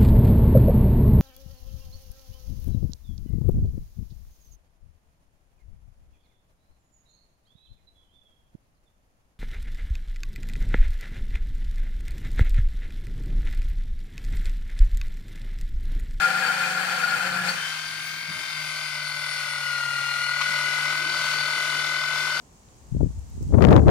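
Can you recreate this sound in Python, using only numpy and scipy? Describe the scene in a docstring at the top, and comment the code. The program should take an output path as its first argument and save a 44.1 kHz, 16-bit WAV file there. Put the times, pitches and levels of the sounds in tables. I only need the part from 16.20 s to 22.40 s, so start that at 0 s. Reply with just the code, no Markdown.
"""An orbital pipe saw in a workshop, close to a hand-held phone. The blade chatters and squeals through
the last of a steel tube and comes free at 1.3 s; the tube rings out. The brush motor runs on at a
wandering speed: commutator whine, fan hiss, a singing, rattling gear stage. Near 2 s the phone swings
round to the saw's mouth, then closes in on the gearbox and at 3.4 s enters the gear tone's beam.
The machine is bumped a few times, last at 5 s."""
import sys
import numpy as np
from scipy import signal
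from scipy.fft import rfft, irfft
from scipy.io import wavfile

SR = 44100
rng = np.random.default_rng(int(sys.argv[2]) if len(sys.argv) > 2 else 0)


def unload_wav(signal):
    """Save mono or channel-first audio to the path in sys.argv[1] as 16-bit WAV at rate SR, clipped to [-1, 1]."""
    wavfile.write(
        sys.argv[1],
        SR,
        np.round(np.clip(np.atleast_2d(signal).T, -1, 1) * 32767).astype(np.int16),
    )


N = 273420
T = np.arange(N) / SR
FREQS = np.arange(N // 2 + 1) * SR / N
FREE_S = 1.327  # blade leaves the metal
PINION_TEETH, WHEEL_TEETH = 10, 36


# tube and blade modes: (frequency [Hz], width [Hz], relative level [dB])
TUBE_MODES = [(537, 13, -20), (810, 99, -9.5), (1389, 21, 3), (1682, 28, -1), (2443, 13, 3.5),
              (3105, 48, -7), (4500, 200, -11), (6650, 52, -39), (6950, 79, -17.5), (7490, 63, -14),
              (8440, 150, -19.5)]
# chipping spectrum: (frequency [Hz], relative density [dB])
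CHIP_SPECTRUM = [(120, -45), (200, -20), (385, -32), (534, -15), (585, -26.5), (783, -19), (1130, -19.5),
                 (1430, -3.5), (2090, -13), (2470, -13.5), (3610, -31), (4500, -25.5), (5390, -38),
                 (15500, -39)]
def cut():
    """Blade teeth chip the tube wall and ring it. Returns squeals, scrape."""
    blade_hz, surge_db, ring_out_s = 178.2, 2.5, 0.17
    teeth = np.cumsum(blade_hz + 1.22 * walk(15.6)) / SR
    squeals, caught = snatches()
    chipping = noise() * undb(np.cos(2 * np.pi * teeth) + 1.35 * walk(26))
    tube = sum(undb(db) * resonance(hz, width_hz) for hz, width_hz, db in TUBE_MODES)
    ring = undb(-1.5) * unit(irfft(rfft(chipping) * tube, N))
    chips = undb(3) * colour(chipping, CHIP_SPECTRUM)
    chatter_db = -31.5 - T + surge_db * caught  # eases as the wall thins
    growl_db = -37.5 - 8.5 * T + 2 * walk(47)
    growl_hz = 779.6 - 48 * T + 18 * walk(70)  # sinks as the slot lengthens
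    growl = undb(growl_db) * tone(np.cumsum(growl_hz) / SR)
    hum_db = -48 + 9.5 * np.exp(-((T - 1.19) / 0.135) ** 4)  # swells as the last strip gives
    hum = undb(hum_db + 2.2 * walk(35)) * (tone(teeth + .04 * walk(50)) + undb(-13) * tone(2 * teeth))
    drone = undb(-51 + 3 * walk(35)) * tone(3 * teeth + 0.12 * walk(50))
    biting = np.clip((FREE_S - T) / 0.029 + .5, 0, 1)
    ringing = np.maximum(biting, undb(-4.5) * np.exp(-np.maximum(T - FREE_S, 0) / ring_out_s))
    return squeals, ringing * undb(chatter_db) * (ring + chips) + biting * (growl + hum + drone)


# blade catches: (time [s], length [s], tube mode [Hz], level [dB])
BLADE_SNATCHES = [(.006, 0.052, 1410, -23.5), (0.04, 0.04, 1403, -25.5), (0.036, 0.0079, 1650, -37),
                  (0.05, .015, 2410, -33), (0.103, 0.0075, 1420, -31), (.105, 0.011, 2400, -34),
                  (0.135, 0.039, 1400, -26), (0.225, 0.0098, 1657, -25.5), (0.263, 0.012, 4530, -41),
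                  (0.264, 0.0048, 1384, -26), (0.289, 0.02, 1405, -25), (0.37, 0.0055, 1420, -29),
                  (0.404, 0.014, 1410, -28), (0.433, 0.015, 2430, -26.5), (0.567, 0.0071, 1410, -31),
                  (0.697, 0.008, 4520, -40), (0.709, 0.02, 1385, -28), (0.795, 0.0052, 1370, -29),
                  (0.81, 0.053, 4530, -39), (0.831, 0.017, 1426, -21), (0.873, 0.019, 1430, -25.5),
                  (0.881, 0.019, 4370, -35.5), (0.913, 0.022, 1415, -24), (1.003, 0.007, 1420, -27.5),
                  (1.05, 0.0098, 7000, -51), (1.189, 0.011, 1410, -30)]
def snatches():
    """The blade catches, sets a tube mode squealing and lets go. Returns squeals, grip 0-1."""
    attack_s, release_s = 0.0042, 0.014
    squeals, caught = 0, 0
    for s, length, hz, db in BLADE_SNATCHES:
        rise = np.clip((T - s) / attack_s + .5, 0, 1)
        grip = undb(db) * rise * np.exp(-np.maximum(T - s - length, 0) / release_s)
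        squeals += grip * tone(hz * T + rng.random())
        caught += grip
    return squeals, caught / caught.max()


# mesh fundamental: (time [s], level [dB])
MESH_LEVEL = [(1.4, -40), (2.2, -42), (3.1, -37), (3.38, -37), (3.5, -30.5), (6.2, -31)]
# gear tone's third harmonic: (time [s], level [dB])
THIRD_LEVEL = [(1.7, -45.5), (2.6, -44.5), (3.0, -40), (3.6, -42), (4.1, -35.5), (4.55, -41.5), (5.15, -33),
               (5.6, -41)]
def gear_tone(teeth, wheel):
    """Meshing teeth sing; wheel runout dips and lags the tone once a turn, pinion runout flutters it."""
    first_db, = curves(MESH_LEVEL)
    third_db, = curves(THIRD_LEVEL)
    mesh_hz = np.gradient(teeth) * SR
    beam = np.clip((T - 3.39) / 0.037, 0, 1)  # phone enters the tone's beam
    cover_db = 6.5 * in_tune(2 * mesh_hz, hz=2770, width_hz=140)  # mode of the cover
    second_db = -51 + 5 * beam + 0.11 * near_db() + cover_db
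    slack = np.exp(2.2 * (np.cos(2 * np.pi * (wheel - .5)) - 1))
    dip_db = (11.5 * (1 - beam) + 5.5 * beam) * (slack - slack.mean())
    phase = teeth + .02 * np.sin(2 * np.pi * wheel) + .004 * walk(60)
    flutter = 1 + 0.14 * np.cos(2 * np.pi * teeth / PINION_TEETH)
    first = undb(first_db - dip_db) * flutter * tone(phase)
    second = undb(second_db - dip_db + 2 * walk(10)) * tone(2 * phase + 0.095 * walk(40))
    third = undb(third_db - 2.2 - 0.6 * dip_db + 2.2 * walk(32)) * tone(3 * phase + 0.08 * walk(44))
    # once free, the overtones come through and the tube briefly sings at the octave
    free = np.interp(T, [FREE_S, FREE_S + .06], [.3, 1])
    sing = np.clip((T - 1.375) / .03 + .5, 0, 1) * undb(-40.5 - 46 * np.maximum(T - 1.47, 0))
    return first + free * (second + third) + sing * tone(2 * phase)


# gearbox modes: (frequency [Hz], width [Hz], relative level [dB], knock at [turns], knock re rattle [dB])
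HOUSING_MODES = [(700, 350, -13.5, 0.1, -8), (988, 300, -14, 0.05, -8), (1293, 110, -10.5, 0.02, -3),
                 (1430, 230, -.5, 0.86, -26), (2065, 120, -8, .3, -12), (2250, 420, -5, 0.94, -13),
                 (2860, 930, -12.5, .03, -7), (3520, 300, -14.5, 0.07, 4), (3987, 260, -14.5, 0.03, 6.5),
                 (4504, 340, -11.5, 0.09, -9), (5200, 330, -13, 0.92, -1), (6900, 600, -20, 0.92, 0)]
# rattle near 2 kHz, beamed from the saw's mouth: (time [s], level [dB])
MOUTH_LEVEL = [(1.2, -45), (1.6, -41.5), (2.0, -38.5), (2.5, -36.3), (3.7, -37.5), (4.25, -32.5),
               (5.0, -34), (6.2, -35)]
def gear_rattle(wheel):
    """Worn teeth knock on the housing once a turn; in between, the gears rattle in their backlash."""
    low_db, high_db, swing_db = -43.5 + near_db(), -40 + 0.88 * near_db(), 4
    mouth_db, = curves(MOUTH_LEVEL)
    flaws = irfft(np.exp(2j * np.pi * rng.random(256)), 16384)  # same pattern every turn
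    repeating = unit(np.interp(wheel % 1, np.linspace(0, 1, len(flaws)), flaws))
    out = 0
    for hz, width_hz, db, turn, knock_db in HOUSING_MODES:
        loose = undb(swing_db * np.cos(2 * np.pi * (wheel - turn))) * (.7 * repeating + noise())
        shake = band(loose, hz, width_hz) + undb(knock_db) * band(knocks(wheel, turn), hz, width_hz)
        rattle_db = low_db if hz < 1700 else mouth_db if hz < 2600 else high_db
        out += undb(db + rattle_db) * shake
    return out


def knocks(wheel, turn):
    """One sharp blow of varying force per pass of a worn tooth."""
    away = (wheel - turn + .5) % 1 - .5
    return np.exp(-(away / .0015) ** 2) * undb(2 * walk(20))


# worn-patch overtones, both tables: (order [per wheel turn], relative level [dB])
CLACK_ORDERS = [(21, -4.5), (22, -6), (23, -2), (24, 0), (25, -1.5), (26, -7), (27, -4), (28, -9),
                (29, -3.5), (30, -7), (31, 0), (32, -1), (33, -3)]
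CHIRR_ORDERS = [(48, -4), (49, -1.5), (50, 0), (51, -6), (52, -8), (55, -10)]
def wheel_buzz(wheel):
    """Two worn patches, each struck once a turn: a crisp clack, then a looser chirr."""
    def patch(orders, turn, scatter):
        force = undb(1.5 * walk(25))
        return force * sum(
            undb(db + 1.5 * walk(5)) * tone(k * (wheel - turn) + scatter * walk(2) + .04 * walk(20))
            for k, db in orders)
    mouth_db, = curves(MOUTH_LEVEL)
    clack = undb(-57 + near_db()) * patch(CLACK_ORDERS, turn=0.1017, scatter=.04)
    chirr = undb(mouth_db - 5) * patch(CHIRR_ORDERS, turn=.42, scatter=.17)
    return facing() * clack + chirr


# brief dips of the hum: (time [s], length [s], gain [dB])
UNBALANCE_DIPS = [(2.225, 0.064, -21), (3.266, .18, -3.5)]
# armature tones and gear-wheel overtones:
# (order [per motor turn], in-tune level [dB], shell mode [Hz], width [Hz])
SHELL_TONES = [(16, -53, 2400, 120), (20.28, -47.5, 2880, 140), (23.33, -50, 3640, 130),
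               (23.61, -53, 3560, 200), (23.89, -53, 3560, 200), (29, -51, 4330, 400), (31, -49, 4600, 500),
               (32, -49.5, 4830, 250), (35, -47.5, 5170, 160)]
# commutator tones: (order [per motor turn], relative level [dB])
WHINE_ORDERS = [(60, -19), (62, -17), (63, -8.5), (64, -5.5), (65, -12), (66, -18), (94, -13), (95, -8),
                (96, -10), (97, -12)]
# lower commutator cluster: (time [s], level [dB])
LOW_WHINE_LEVEL = [(0.2, -50), (0.6, -52), (1.3, -50), (2.3, -50.5), (2.8, -46.5), (3.3, -43.5), (3.6, -46),
                   (4.4, -46.5), (5.1, -49), (5.4, -47), (5.8, -52), (6.2, -55)]
def motor(turns):
    """Unbalance hums; armature tones and wheel overtones swell near shell modes; the commutator whines."""
    low_whine_db, = curves(LOW_WHINE_LEVEL)
    high_whine_db = -55
    motor_hz = np.gradient(turns) * SR
    grip_db = np.interp(T, [2.28, 2.38], [-4, 0])  # a hand damps the hum, then lets go
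    dips_db = sum(db * np.exp(-((T - s) / length) ** 2) for s, length, db in UNBALANCE_DIPS)
    out = undb(-49 + grip_db + dips_db + 1.2 * walk(4)) * tone(turns)
    for k, db, hz, width_hz in SHELL_TONES:
        gain = facing() * in_tune(k * motor_hz, hz, width_hz) * undb(db + 3.5 * walk(11))
        out += gain * tone(k * turns + 0.16 * walk(58))
    out += facing() * undb(-59.5 + near_db() + 2.5 * walk(25)) * tone(4 * turns + .1 * walk(40))
    waver_db = .7 * walk(2.7)
    for k, db in WHINE_ORDERS:
        cluster_db = low_whine_db if k < 80 else high_whine_db
        out += undb(db + cluster_db + waver_db + 2.7 * walk(20)) * tone(k * turns + 0.08 * walk(70))
    return out


# cooling air: (frequency [Hz], relative density [dB])
AIR_SPECTRUM = [(200, -7.5), (450, -6.5), (750, 3), (1200, 10), (2500, 12.5), (4000, 7), (6200, 5.5),
                (7500, -2), (9500, -1), (10700, -3.5), (11600, -9.5), (13500, -8), (15500, -17)]
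def fan():
    """Cooling air hisses from the motor's slots and, close up, blows softly on the microphone."""
    hiss_db = -35 + 0.45 * near_db() - 2 * facing()
    hiss = undb(hiss_db + 1.2 * walk(3.6)) * colour(noise(), AIR_SPECTRUM)
    draught = undb(-71 + 2.65 * near_db() + 2.1 * walk(32)) * band(noise(), hz=386, width_hz=530)
    return hiss + draught


# thin metallic rings, and a brief swell of the upper commutator whine near 15 kHz at top speed: (start [s], end
# [s], frequency [Hz], level [dB])
STEEL_RINGS = [(0, 1.3, 4470, -47), (1.5, 2.1, 4455, -46.5), (1.8, 2.0, 6250, -53), (2.1, 3.3, 4458, -51),
               (3.1, 3.6, 5125, -47), (0, 1.3, 7535, -56.5), (0, 2.0, 8460, -61), (1.82, 2.0, 13560, -61),
               (1.82, 2.0, 15000, -51)]
def rings():
    """The tube pings at breakthrough; the drive keeps lightly damped steel parts singing, and the upper whine
    swells briefly near 15 kHz."""
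    ping = np.interp(T, [1.281, 1.288], [0, 1]) * np.exp(-np.abs(T - 1.288) / .018)
    out = undb(-24) * ping * tone(4490 * T)
    for start, end, hz, db in STEEL_RINGS:
        fade = np.interp(T, [start - .02, start + .02, end - .1, end + .1], [0, 1, 1, 0])
        out += fade * undb(db + 1.8 * walk(25)) * tone(hz * T + 0.13 * walk(22))
    return out


# contacts on the machine: (time [s], level [dB], frequency [Hz], width [Hz], duration sigma [s])
CONTACTS = [(1.103, -50.5, 131, 65, 0.16), (1.293, -35, 2800, 5000, 0.032), (1.66, -65, 45, 49.6, 0.092),
            (2.103, -36.5, 147, 72, 0.012), (2.163, -51, 129, 110, 0.024), (2.2, -51, 300, 90, 0.017),
            (4.216, -34, 960, 200, 0.0074), (4.214, -24, 1170, 220, 0.0051),
            (4.219, -26, 2720, 2440, 0.0067), (4.294, -47, 167, 70, 0.018), (4.862, -47.5, 320, 90, 0.066),
            (5.005, -51, 160, 80, 0.027)]
def bumps():
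    """Soft bumps and scrapes, each a swell of noise in one resonance."""
    return sum(undb(db) * np.exp(-.5 * ((T - s) / sigma_s) ** 2) * band(noise(), hz, width_hz)
               for s, db, hz, width_hz, sigma_s in CONTACTS)


# workshop background: (frequency [Hz], relative density [dB])
SHOP_SPECTRUM = [(20, -14), (35, 0), (70, -4), (110, 5.5), (200, 0), (400, -5.5), (1000, -45), (8000, -32)]
def workshop():
    """Faint, slowly wavering room rumble."""
    return undb(-60.5 + 2 * walk(2.4)) * colour(noise(), SHOP_SPECTRUM)


# reflection notch: (time [s], centre [Hz], depth [0-1])
NOTCH_PATH = [(2.1, 1780, 0), (2.6, 1785, .8), (3.1, 1750, .9), (3.6, 1700, .98), (4.0, 1715, .95),
              (4.5, 1755, .86), (5.0, 1745, .82), (5.35, 1740, .97), (5.7, 1745, .88), (6.2, 1750, .7)]
def reflection_notch(x, half_width_hz):
    """A reflection at the saw's mouth cancels one narrow band, which shifts as the phone moves."""
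    hz, depth = curves(NOTCH_PATH)
    carrier = np.exp(2j * np.pi * np.cumsum(hz) / SR)
    lowpass = np.exp(-(np.fft.fftfreq(N, 1 / SR) / half_width_hz) ** 4)
    cancelled = 2 * np.real(np.fft.ifft(np.fft.fft(x / carrier) * lowpass) * carrier)
    return x - depth * cancelled


# port balance: (frequency [Hz], left minus right [dB])
LEFT_EXCESS = [(130, -.3), (340, 0), (620, 5), (1400, 6.7), (2300, 4.5), (4400, 6.5), (8500, 8.5),
               (14000, 2.5)]
# port phase: (frequency [Hz], left lead [rad])
LEFT_LEAD = [(150, 0), (700, .4), (1500, .35), (2100, 1.6), (3000, 1.3)]
# port likeness: (frequency [Hz], coherence [0-1])
PORT_COHERENCE = [(100, 0.6), (300, 0.76), (640, 0.41), (1400, 0.61), (2200, 0), (3100, 0)]
def ports(tones, scattered):
    """The left microphone port faces the machine; the right is shaded and hears more room echo."""
    room_t60_s = .5
    coherence = np.clip(over_freq(PORT_COHERENCE), 0, 1)
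    tail = noise() * np.exp(-np.log(1000) * T / room_t60_s)
    echoes = np.exp(1j * np.angle(rfft(tail)))
    diffusion = coherence + np.sqrt(1 - coherence ** 2) * echoes
    tones, scattered = rfft(tones), rfft(scattered)
    right = tones * np.exp(-1j * over_freq(LEFT_LEAD)) + scattered * diffusion
    side = undb(over_freq(LEFT_EXCESS) / 2)
    return irfft(np.array([(tones + scattered) * side, right / side]), N)


# phone to gearbox: (time [s], distance [m])
PHONE_PATH = [(2.3, 0.64), (3.0, 0.45), (3.8, 0.42), (4.4, 0.23), (6.2, 0.21)]
def near_db(reference_m=.5):
    """Inverse-distance gain as the phone closes in."""
    distance_m, = curves(PHONE_PATH)
    return 20 * np.log10(reference_m / distance_m)


def facing():
    """0 beside the saw, 1 in front of its mouth."""
    return np.interp(T, [1.79, 2.14], [0, 1])


def undb(db):
    """Decibels to gain."""
    return 10 ** (np.asarray(db) / 20)


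def unit(x):
    """Scale to rms 1."""
    return x / np.sqrt(np.mean(x ** 2))


def curves(table):
    """Table columns, linearly interpolated in time."""
    s, *columns = np.transpose(table)
    return [np.interp(T, s, c) for c in columns]


def over_freq(table):
    """Table values, interpolated in log frequency."""
    hz, value = np.transpose(table)
    return np.interp(np.log(FREQS + 1), np.log(hz), value)


def noise():
    """White noise."""
    return rng.standard_normal(N)


def colour(x, table):
    """Apply a spectrum; rms 1."""
    return unit(irfft(rfft(x) * undb(over_freq(table)), N))


def resonance(hz, width_hz):
    """Response of one mode, gain 1 at centre."""
    return 1j * FREQS * width_hz / (hz ** 2 - FREQS ** 2 + 1j * FREQS * width_hz)


def band(x, hz, width_hz):
    """One resonance applied twice for steep skirts; rms 1."""
    return unit(irfft(rfft(x) * resonance(hz, width_hz) ** 2, N))


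def in_tune(tone_hz, hz, width_hz):
    """Drive of a mode by a moving tone, 0-1."""
    return 1 / np.hypot(1, 2 * (tone_hz - hz) / width_hz)


def walk(rate_hz):
    """Smooth random motion, rms 1."""
    return unit(irfft(rfft(noise()) * np.exp(-(FREQS / rate_hz) ** 2) * (FREQS > 0), N))


def tone(cycles):
    """Sine, rms 1."""
    return np.sqrt(2) * np.sin(2 * np.pi * cycles)


# drive speed: (time [s], tooth-mesh rate [Hz])
MESH_RATE = [(0.0, 1494), (0.72, 1530), (1.2, 1503), (1.52, 1564), (2.05, 1574), (2.45, 1534), (2.6, 1526),
             (2.76, 1501), (3.06, 1495), (3.35, 1457), (3.63, 1415), (3.88, 1413), (4.1, 1438),
             (4.25, 1464), (4.4, 1462), (4.87, 1505), (5.35, 1490), (5.6, 1490), (5.85, 1499), (6.2, 1500)]
def scene():
    """One speed drives motor pinion and wheel; tones and noises reach the two ports differently."""
    mesh_hz, = curves(MESH_RATE)
    teeth = np.cumsum(mesh_hz * (1 + 0.0004 * walk(13))) / SR
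    turns = teeth / PINION_TEETH
    wheel = teeth / WHEEL_TEETH - .29  # turns since the worn teeth first engage
    whir = reflection_notch(gear_rattle(wheel) + fan(), half_width_hz=82)
    shop = workshop()
    squeals, scrape = cut()
    tones = gear_tone(teeth, wheel) + wheel_buzz(wheel) + motor(turns) + rings() + squeals
    return undb(-0.28) * ports(tones, whir + scrape + bumps() + shop)


def record(dry):
    """The phone's steep low-pass."""
    top_hz = 15600
    return signal.sosfilt(signal.ellip(10, .2, 80, top_hz, fs=SR, output="sos"), dry)


dry = scene()
out = record(dry)
unload_wav(out)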